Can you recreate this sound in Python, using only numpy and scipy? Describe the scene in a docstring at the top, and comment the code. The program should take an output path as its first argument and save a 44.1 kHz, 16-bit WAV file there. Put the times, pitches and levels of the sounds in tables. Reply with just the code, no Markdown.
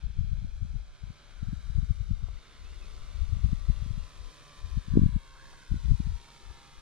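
"""Wind buffets the microphone in an open field, over the faint drone and rush of a powered paraglider.
The glider approaches high overhead and throttles back a little near the end. Its propeller rush mixes
with its own ground reflection, so that broad notches sweep slowly downwards. The gusts rumble hardest
on the exposed left port of the stereo pair. A few soft ticks and a far bird's chirps lie behind."""
import sys
import numpy as np
from scipy import signal
from scipy.fft import rfft, irfft, next_fast_len
from scipy.io import wavfile
from scipy.ndimage import uniform_filter1d

SR = 44100
rng = np.random.default_rng(int(sys.argv[2]) if len(sys.argv) > 2 else 0)


def generate_wav(signal):
    """Clip the signal to [-1, 1] and save it as 16-bit WAV at the path in sys.argv[1]."""
    frames = np.transpose(np.atleast_2d(signal))
    scaled = np.clip(frames, -1, 1) * 32767
    pcm = np.round(scaled).astype(np.int16)
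    wavfile.write(sys.argv[1], SR, pcm)


N = 300321
TIME = np.arange(N) / SR
SIZE = next_fast_len(N)
FREQS = np.maximum(np.arange(SIZE // 2 + 1) * SR / SIZE, 1)

# the hardest eddies that strike the left port: t/s, level/dB, centre f/Hz
BUFFETS = [(0.042, -26, 85), (0.192, -18.5, 87), (0.211, -19.5, 88), (0.246, -20.5, 86.4),
           (0.318, -20, 85.4), (0.336, -19.5, 93), (0.384, -30, 93), (0.428, -24, 85.5),
           (0.448, -28.5, 146), (0.627, -22.5, 88), (0.652, -29, 120), (0.743, -31, 121),
           (0.759, -20.5, 89), (1.039, -28, 97), (1.105, -28.5, 116), (1.431, -22, 126),
           (1.488, -20.5, 111), (1.532, -19.5, 135), (1.702, -22.5, 83), (1.764, -20.5, 85.5),
           (1.788, -15.5, 100), (1.832, -19, 103), (1.909, -16, 110.5), (2.011, -21.5, 85),
           (2.111, -14.5, 115), (2.136, -21.5, 76), (2.235, -19.5, 77.4), (3.215, -22, 51.6),
           (3.335, -16, 76), (3.369, -28, 114), (3.446, -14.5, 93), (3.459, -19.5, 119),
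           (3.491, -25.5, 108), (3.532, -14.5, 128.3), (3.701, -12.5, 112.6), (3.827, -20.5, 82),
           (3.863, -27, 128), (3.911, -20, 94), (3.98, -22, 107), (4.776, -17, 119), (4.885, -26, 127),
           (4.922, -17.5, 85), (4.94, -13.5, 132), (4.957, -19, 200), (4.974, -3.5, 207.4),
           (4.994, -9, 159), (5.019, -11, 146), (5.037, -11.5, 154), (5.063, -7.5, 120), (5.091, -19, 118),
           (5.164, -13.5, 122.5), (5.719, -17, 113), (5.743, -22.5, 166), (5.763, -23.5, 117),
           (5.856, -21.5, 100), (5.915, -9.5, 97), (5.937, -14.5, 86), (6.004, -17, 145), (6.073, -19, 109)]


def engine_firing(unsteadiness=0.00092):
    """The engine runs almost steadily, then throttles back: firing phase, firing rate, drone level."""
    # t/s, firing f/Hz, drone level/dB
    throttle = [(0, 145.3, -9.5), (1.2, 145.1, -0.5), (2.2, 144.5, -2.5), (3.2, 145.5, 3), (3.9, 145.4, 3),
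                (4.2, 144.4, 4), (4.48, 145, 6), (4.73, 146.1, 4.5), (4.81, 144.8, -3), (4.95, 144.2, 6.5),
                (5.06, 144.6, 1), (5.11, 140.3, 1), (5.2, 134, 0), (5.45, 134.5, 3.5), (5.68, 134.3, -3),
                (6.15, 135, 2), (6.35, 133.9, 1), (6.6, 134.3, 5.5), (6.81, 134.5, -1.5)]
    firing_hz, level_db = in_time(throttle)
    phase = 2 * np.pi * np.cumsum(firing_hz * (1 + unsteadiness * drift(8.4))) / SR
    return phase, firing_hz, level_db


def exhaust_drone(phase, firing_hz, level_db, waver_db=2.06, half_order_db=-15):
    """Exhaust harmonics waver in the moving air, the high ones smeared most."""
    # exhaust colour from far below: f/Hz, level/dB
    colour = [(140, -70.5), (280, -90), (430, -88), (580, -79.5), (720, -82.5), (810, -79), (870, -85),
              (940, -74), (1010, -72), (1080, -73), (1160, -76.5), (1320, -80), (1450, -81), (1700, -82.5),
              (2100, -100), (3200, -100)]
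    out = np.zeros(N)
    smear_rad = 0.011 + 0.0045 * (firing_hz.max() - firing_hz)   # less even when throttled back
    for k in range(1, 21):
        harmonic = np.sin(k * (phase + smear_rad * drift(11.4)) + 2 * np.pi * rng.random())
        half_order = from_db(half_order_db) * np.sin((k + .5) * phase + 2 * np.pi * rng.random())
        harmonic_db = at_hz(colour, k * firing_hz)[0] + waver_db * drift(3.2)
        out += from_db(harmonic_db) * (harmonic + half_order)
    return np.sqrt(2) * from_db(level_db) * out


def propeller_rush(phase, split_hz=5000, throb=0.17, sharpness=11.0, uneven=0.85, flutter_db=0.5):
    """Two unrelated streams of propeller noise pulse with each firing; the treble grows as it nears."""
    # t/s, body level/dB, treble level/dB
    approach = [(0.0, -63.5, -77), (0.7, -66.5, -74.5), (0.9, -64, -75.5), (1.2, -62, -75),
                (1.55, -63.5, -70), (1.9, -65, -70.5), (2.25, -63, -72.5), (2.5, -60.5, -72),
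                (2.82, -60.5, -68.5), (3.55, -60.5, -67.5), (4.48, -59, -66.5), (5.0, -60.5, -68),
                (5.3, -62.5, -69), (5.58, -60.5, -67), (5.92, -60, -65.5), (6.81, -60.5, -68.5)]
    # colour of the rush: f/Hz, level/dB
    colour = [(100, 12.5), (350, 4.5), (700, -1), (1100, 4), (1500, 2), (1950, 1.5), (2350, 3), (2800, 0),
              (3300, 2.5), (3900, 3), (4800, -2), (5250, -3), (5900, -5.5), (6500, -6), (7850, -11),
              (8650, -9), (10600, -18.5), (12500, -24), (14700, -33)]
    body_db, treble_db = in_time(approach)
    low_share = lowpass(split_hz, 8)
    firings = np.exp(sharpness * np.cos(phase)) * (1 + uneven * np.cos(phase / 2))   # strong, then weak
    pulsing = rms_one(1 + throb * rms_one(firings))
    streams = []
    for _ in range(2):
        body = from_db(body_db + 2.0) * noise(gains(colour) * np.sqrt(low_share))
        treble = from_db(treble_db + 3.5) * noise(gains(colour) * np.sqrt(1 - low_share))
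        streams.append(body + treble)
    return np.array(streams) * pulsing * from_db(flutter_db * drift(8.8))


def over_ground(direct, scatter_above_hz=4600, scatter_db_per_ms=10):
    """The ground reflection trails further behind the direct sound, and dulls, as the glider rises."""
    # reflection at the microphone: t/s, delay/ms, relative strength
    bounce = [(0, 1.11, 0.38), (0.8, 1.16, 0.51), (1.15, 1.19, 0.28), (2.0, 1.25, 0.52), (2.6, 1.32, 0.22),
              (3.2, 1.32, 0.34), (3.8, 1.4, 0.16), (4.4, 1.56, 0.3), (4.7, 1.54, 0.35), (5.0, 1.7, 0.34),
              (5.3, 1.8, 0.63), (5.9, 1.97, 0.42), (6.2, 2.15, 0.34), (6.5, 2.3, 0.44), (6.81, 2.4, 0.42)]
    # what the grass sends back: f/Hz, level/dB
    grass = [(150, -10), (600, -2.5), (1200, 2.5), (2400, 0.5), (4700, -3), (7000, -2.5), (12000, -12)]
    delay_ms, strength = in_time(bounce)
    earlier = TIME - delay_ms / 1000
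    straight = np.interp(earlier, TIME, filtered(direct, gains(grass)))
    turned = np.interp(earlier, TIME, filtered(direct, -1j * gains(grass)))
    lag_rad = 3.25 - 1.31 * delay_ms   # soft ground turns the phase, less as the angle steepens
    echo = np.cos(lag_rad) * straight + np.sin(lag_rad) * turned
    dull = filtered(echo, lowpass(scatter_above_hz, 8))
    treble_kept = from_db(-scatter_db_per_ms * (delay_ms - delay_ms.min()))   # grass scatters the rest
    return direct + strength * (dull + (echo - dull) * treble_kept)


def swells_and_brushes():
    """Narrow bands of noise swell and fade, with three faint, brushing ticks."""
    # the three shortest are the ticks: t/s, half length/s, level/dB, centre f/Hz, half width/Hz
    bands = [(1.55, 0.27, -66.5, 1500, 230), (1.597, 0.14, -72, 3930, 200),
             (2.497, 0.043, -65, 1550, 200.4), (2.837, 0.1, -65.5, 396, 60), (4.206, 0.1, -69, 485, 109.9),
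             (4.95, 0.12, -63.5, 1580, 130), (5.365, 0.018, -59.5, 1150, 330),
             (5.444, 0.093, -69, 1000, 100), (5.533, 0.0074, -55, 943, 330),
             (6.284, 0.0078, -58.5, 945, 380.3), (6.5, 0.23, -72.5, 840, 80)]
    out = np.zeros(N)
    for at, half_s, db, hz, half_hz in bands:
        out += from_db(db) * bell(TIME, at, half_s) * noise(bell(FREQS, hz, half_hz))
    return out


def rush_arch(half_width_hz=110):
    """A narrow band of the rush glides up and back as it swells."""
    # t/s, centre f/Hz, level/dB
    glide = [(5.26, 1450, -71), (5.37, 1540, -63), (5.44, 1710, -60.5), (5.5, 1690, -65), (5.62, 1560, -64),
             (5.74, 1460, -66), (5.85, 1400, -79)]
    hz, db = in_time(glide)
    band = noise(bell(FREQS, 0, half_width_hz))
    sounding = (TIME > glide[0][0]) & (TIME < glide[-1][0])
    return sounding * from_db(db) * np.sqrt(2) * band * np.sin(2 * np.pi * np.cumsum(hz) / SR)


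def hiss_dip(x, at_s=5.16, half_s=0.07, depth_db=-4.5, centre_hz=5600, half_width_hz=1100):
    """One band of the hiss sinks briefly and comes back."""
    band = filtered(x, bell(FREQS, centre_hz, half_width_hz))
    return x + band * (from_db(depth_db * bell(TIME, at_s, half_s)) - 1)


def wind():
    """Each port has its own rumble; the upper part of the left port's buffeting crosses to the right."""
    # left port into right channel: f/Hz, level/dB
    crossfeed = [(40, -47), (90, -33.5), (130, -12), (180, -2), (240, -3.5), (330, 2.5), (600, 10.5),
                 (1000, -17), (3000, -29)]
    exposed, sheltered = gust_strength()
    left = from_db(1.02) * rumble(exposed) + puffs(BUFFETS, swings=5.55)
    left += puffs(eddies(exposed * liveliness(exposed)), swings=5.3)
    left = np.tanh(left)   # the hardest eddies overdrive the port and gain an edge
    right = from_db(-1.0) * rumble(sheltered)
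    crossed = filtered(left, 1j * gains(crossfeed))   # a quarter cycle early
    return np.array([left, right + crossed])


def gust_strength(calm_db=-54.5, fall_db_per_s=262, surge_db=-6, surge_half_s=0.01444):
    """Gusts rise, hold and fall back, one gain for each port; the left surges round its hard eddies."""
    # start t/s, end t/s, exposed left level/dB, sheltered right level/dB, rise/(dB per s)
    gusts = [(0.055, 0.096, -28, -40, 403), (0.167, 0.459, -30, -38.5, 152),
             (0.465, 0.548, -34.5, -40, 200), (0.552, 0.812, -33, -39.5, 200),
             (0.84, 0.934, -46.5, -43, 196), (1.052, 1.077, -34, -45, 400), (1.335, 1.4, -44, -58, 86),
             (1.45, 1.72, -32.5, -47, 110), (1.712, 2.358, -33.5, -43.5, 198),
             (2.635, 3.116, -37.5, -44, 130), (3.192, 3.248, -27.5, -45, 108),
             (3.289, 3.552, -28, -44, 200), (3.572, 4.025, -31.5, -47, 200), (4.21, 4.265, -36, -46, 162),
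             (4.649, 4.674, -29.5, -40, 199), (4.731, 4.775, -29, -39, 300),
             (4.937, 5.066, -21, -32.5, 381), (5.138, 5.131, -23, -33, 400), (5.3, 5.584, -48.5, -49, 100),
             (5.731, 5.778, -28, -35, 380), (5.848, 5.895, -25, -42, 250), (6.054, 6.14, -27.5, -38, 300),
             (6.47, 6.508, -36.5, -60, 250), (6.793, 6.813, -42.5, -57, 150)]
    t = TIME[::50]
    db = np.full((2, len(t)), calm_db)
    for start, end, left_db, right_db, rise in gusts:
        fade_db = rise * np.maximum(start - t, 0) + fall_db_per_s * np.maximum(t - end, 0)
        db = np.maximum(db, [left_db - fade_db, right_db - fade_db])
    left, right = from_db(db)
    for at, eddy_db, hz in BUFFETS:
        drag = min(1, 112 / hz) ** 2   # slow, wide eddies drag the most air along
        left = np.maximum(left, from_db(eddy_db + surge_db) * drag * bell(t, at, surge_half_s))
    return np.interp(TIME, t, left), np.interp(TIME, t, right)


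def rumble(gust, lumpy_db=7.0, deep_below_hz=45):
    """Turbulence tumbles over a port, as strong as the gust; slow air keeps only the deepest part."""
    # colour of the turbulence: f/Hz, level/dB
    colour = [(10, -7), (25, 1.5), (55, 5.5), (90, -5), (130, -18), (190, -25), (300, -55), (450, -70),
              (2000, -130)]
    flow = noise(gains(colour)) * from_db(lumpy_db * drift(3.7))
    power = uniform_filter1d(uniform_filter1d(flow ** 2, size=SR // 25), size=SR // 25)
    flow = rms_one(flow / np.sqrt(power + 1e-6))   # evened out, so the gust sets the strength
    deep = filtered(flow, lowpass(deep_below_hz, 6))
    return gust * (deep + (flow - deep) * liveliness(gust))


def eddies(gust, per_s=27, full_scale_hz=240, octaves_per_db=0.055, spread_octaves=0.078):
    """Small eddies at loose intervals, as strong and quick as their gust: t/s, level/dB, f/Hz."""
    count = int(per_s * N / SR)
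    late, size, pitch = rng.standard_normal((400, 3))[:count].T
    at = np.clip((np.arange(count) + .5 * late) / per_s, 0, TIME[-1])
    gust_db = 20 * np.log10(np.interp(at, TIME, gust))
    level_db = gust_db + 1 + 2 * size
    hz = full_scale_hz * 2 ** (octaves_per_db * gust_db + spread_octaves * pitch)
    return np.transpose([at, level_db, hz])


def liveliness(gust, full_gust_db=-26, dulling=0.58):
    """Share of quick motion that the air keeps: 1 in a full gust, less as it slows."""
    return np.minimum(gust / from_db(full_gust_db), 1) ** dulling


def puffs(rows, swings):
    """Short swings of pressure, about one cycle long, each with a chance shape and fading skirts."""
    out = np.zeros(N)
    for (at, db, hz), turn in zip(rows, rng.random(len(rows))):
        near = slice(max(int(at * SR) - SR // 20, 0), int(at * SR) + SR // 20)
        age = TIME[near] - at
        pulse = (1 - 2j * np.pi * hz * age / (swings - .5)) ** -swings
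        skirts = np.cos(10 * np.pi * age) ** 2
        out[near] += from_db(db) * skirts * np.real(np.exp(2j * np.pi * turn) * pulse)
    return out


def handling_tick():
    """Handling gives one soft tick."""
    # t/s, level/dB, centre f/Hz
    ticks = [(2.286, -43.5, 635)]
    return puffs(ticks, swings=4.4)


def far_bird(waver=0.009, flicker_db=2.2):
    """Thin gliding notes from far off swell and fade, a little unsteady in pitch and strength."""
    # start t/s, length/s, from f/Hz, to f/Hz, level/dB
    chirps = [(2.615, 0.17, 2430, 2990, -68.5), (2.805, 0.073, 2600, 2480, -66),
              (2.866, 0.53, 2360, 2240, -76), (3.685, 0.16, 2760, 2770, -71),
              (3.946, 0.15, 2790, 2810, -71)]
    out = np.zeros(N)
    unsteady = 1 + waver * drift(119.0)
    for start, length, from_hz, to_hz, db in chirps:
        progress = np.clip((TIME - start) / length, 0, 1)
        hz = (from_hz + (to_hz - from_hz) * progress) * unsteady
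        out += 2 * from_db(db) * np.sin(np.pi * progress) * np.sin(2 * np.pi * np.cumsum(hz) / SR)
    return out * from_db(flicker_db * drift(35.0))


def open_field(level_db=-69):
    """The far background of the field: a steady low murmur with a little hiss."""
    # f/Hz, level/dB
    colour = [(40, 10), (150, 10), (380, -10), (800, -10.5), (3000, -17), (6000, -5.5), (11000, -30),
              (14000, -44)]
    return from_db(level_db) * noise(gains(colour))


def microphone_pair(ahead, scattered):
    """Sound from ahead reaches the right port first; scattered sound makes the two differ."""
    # f/Hz, likeness (0-1), right lead/rad, left minus right level/dB
    ports = [(101, 0.58, 0.14, -2.5), (600, 0.7, 0.26, -0.5), (1260, 0.71, 0.55, -1), (2620, 0.91, 0.88, 0),
             (2750, 0.4, 0.95, 2), (3330, 0.85, 0.51, -4.5), (3930, 1, 0.83, 3), (4700, 0.84, 1.58, -1),
             (6450, 0.55, 2.07, -4), (8000, 1, 2.18, 0), (8780, 0.5, 1.68, -5.5), (9100, 1, 2.15, -5.5),
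             (11200, 0.6, 1.93, -4.5), (13300, 0.1, 3.1, -7)]
    alike, lead_rad, balance_db = at_hz(ports)
    shared = filtered(ahead, np.sqrt((1 + alike) / 2))
    apart = filtered(scattered, np.sqrt(np.maximum(1 - alike, 0) / 2))
    skew = from_db(balance_db / 2) * np.exp(-.5j * lead_rad)
    return np.array([filtered(shared + apart, skew), filtered(shared - apart, 1 / skew)])


def from_db(db):
    """Decibels to gain."""
    return 10 ** (np.asarray(db) / 20)


def rms_one(x):
    """Scale to rms 1."""
    return x / np.sqrt(np.mean(np.abs(x) ** 2) + 1e-20)


def bell(x, centre, half_width):
    """A Gaussian bump of height 1."""
    return np.exp(-.5 * ((x - centre) / half_width) ** 2)


def lowpass(corner_hz, order):
    """A response that falls to one half at the corner."""
    return 1 / (1 + (FREQS / corner_hz) ** order)


def in_time(rows):
    """Each column of a curve, at every sample."""
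    times, *columns = np.transpose(rows)
    return [np.interp(TIME, times, column) for column in columns]


def at_hz(rows, hz=FREQS):
    """Each column of a spectrum, interpolated in log frequency."""
    points, *columns = np.transpose(rows)
    return [np.interp(np.log(hz), np.log(points), column) for column in columns]


def gains(spectrum):
    """A dB spectrum as a gain at every frequency."""
    return from_db(at_hz(spectrum)[0])


def filtered(x, response):
    """Apply a frequency response."""
    return irfft(rfft(x, SIZE) * response, SIZE)[..., :N]


def noise(response):
    """Coloured noise of rms 1."""
    return rms_one(filtered(rng.standard_normal(N), response))


def drift(rate_hz, step=40, run_in=2000):
    """Slow random wander of rms 1: coarse noise smoothed twice."""
    pole = np.exp(-2 * np.pi * step * rate_hz / SR)
    coarse = rng.standard_normal(N // step + run_in + 2)
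    slow = signal.lfilter([1], [1, -2 * pole, pole * pole], coarse)[run_in:]
    return np.interp(np.arange(N) / step, np.arange(len(slow)), rms_one(slow))


def scene():
    """Glider, field and small sounds through the microphone pair, with the wind on top."""
    phase, firing_hz, drone_db = engine_firing()
    rush_ahead, rush_scattered = propeller_rush(phase)
    field_ahead, field_scattered = open_field(), open_field()
    glider = over_ground(rush_ahead + exhaust_drone(phase, firing_hz, drone_db))
    ahead = glider + swells_and_brushes() + rush_arch() + field_ahead + far_bird() + handling_tick()
    scattered = over_ground(rush_scattered) + field_scattered
    return hiss_dip(microphone_pair(ahead, scattered)) + wind()


def record(dry, fade_in_s=0.003, cutoff_hz=14700):
    """The sound opens softly and the top is cut steeply."""
    opening = np.minimum(TIME / fade_in_s, 1)
    top_cut = signal.ellip(10, .1, 70, cutoff_hz, fs=SR, output="sos")
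    return signal.sosfilt(top_cut, dry * opening)


dry = scene()
out = record(dry)
generate_wav(out)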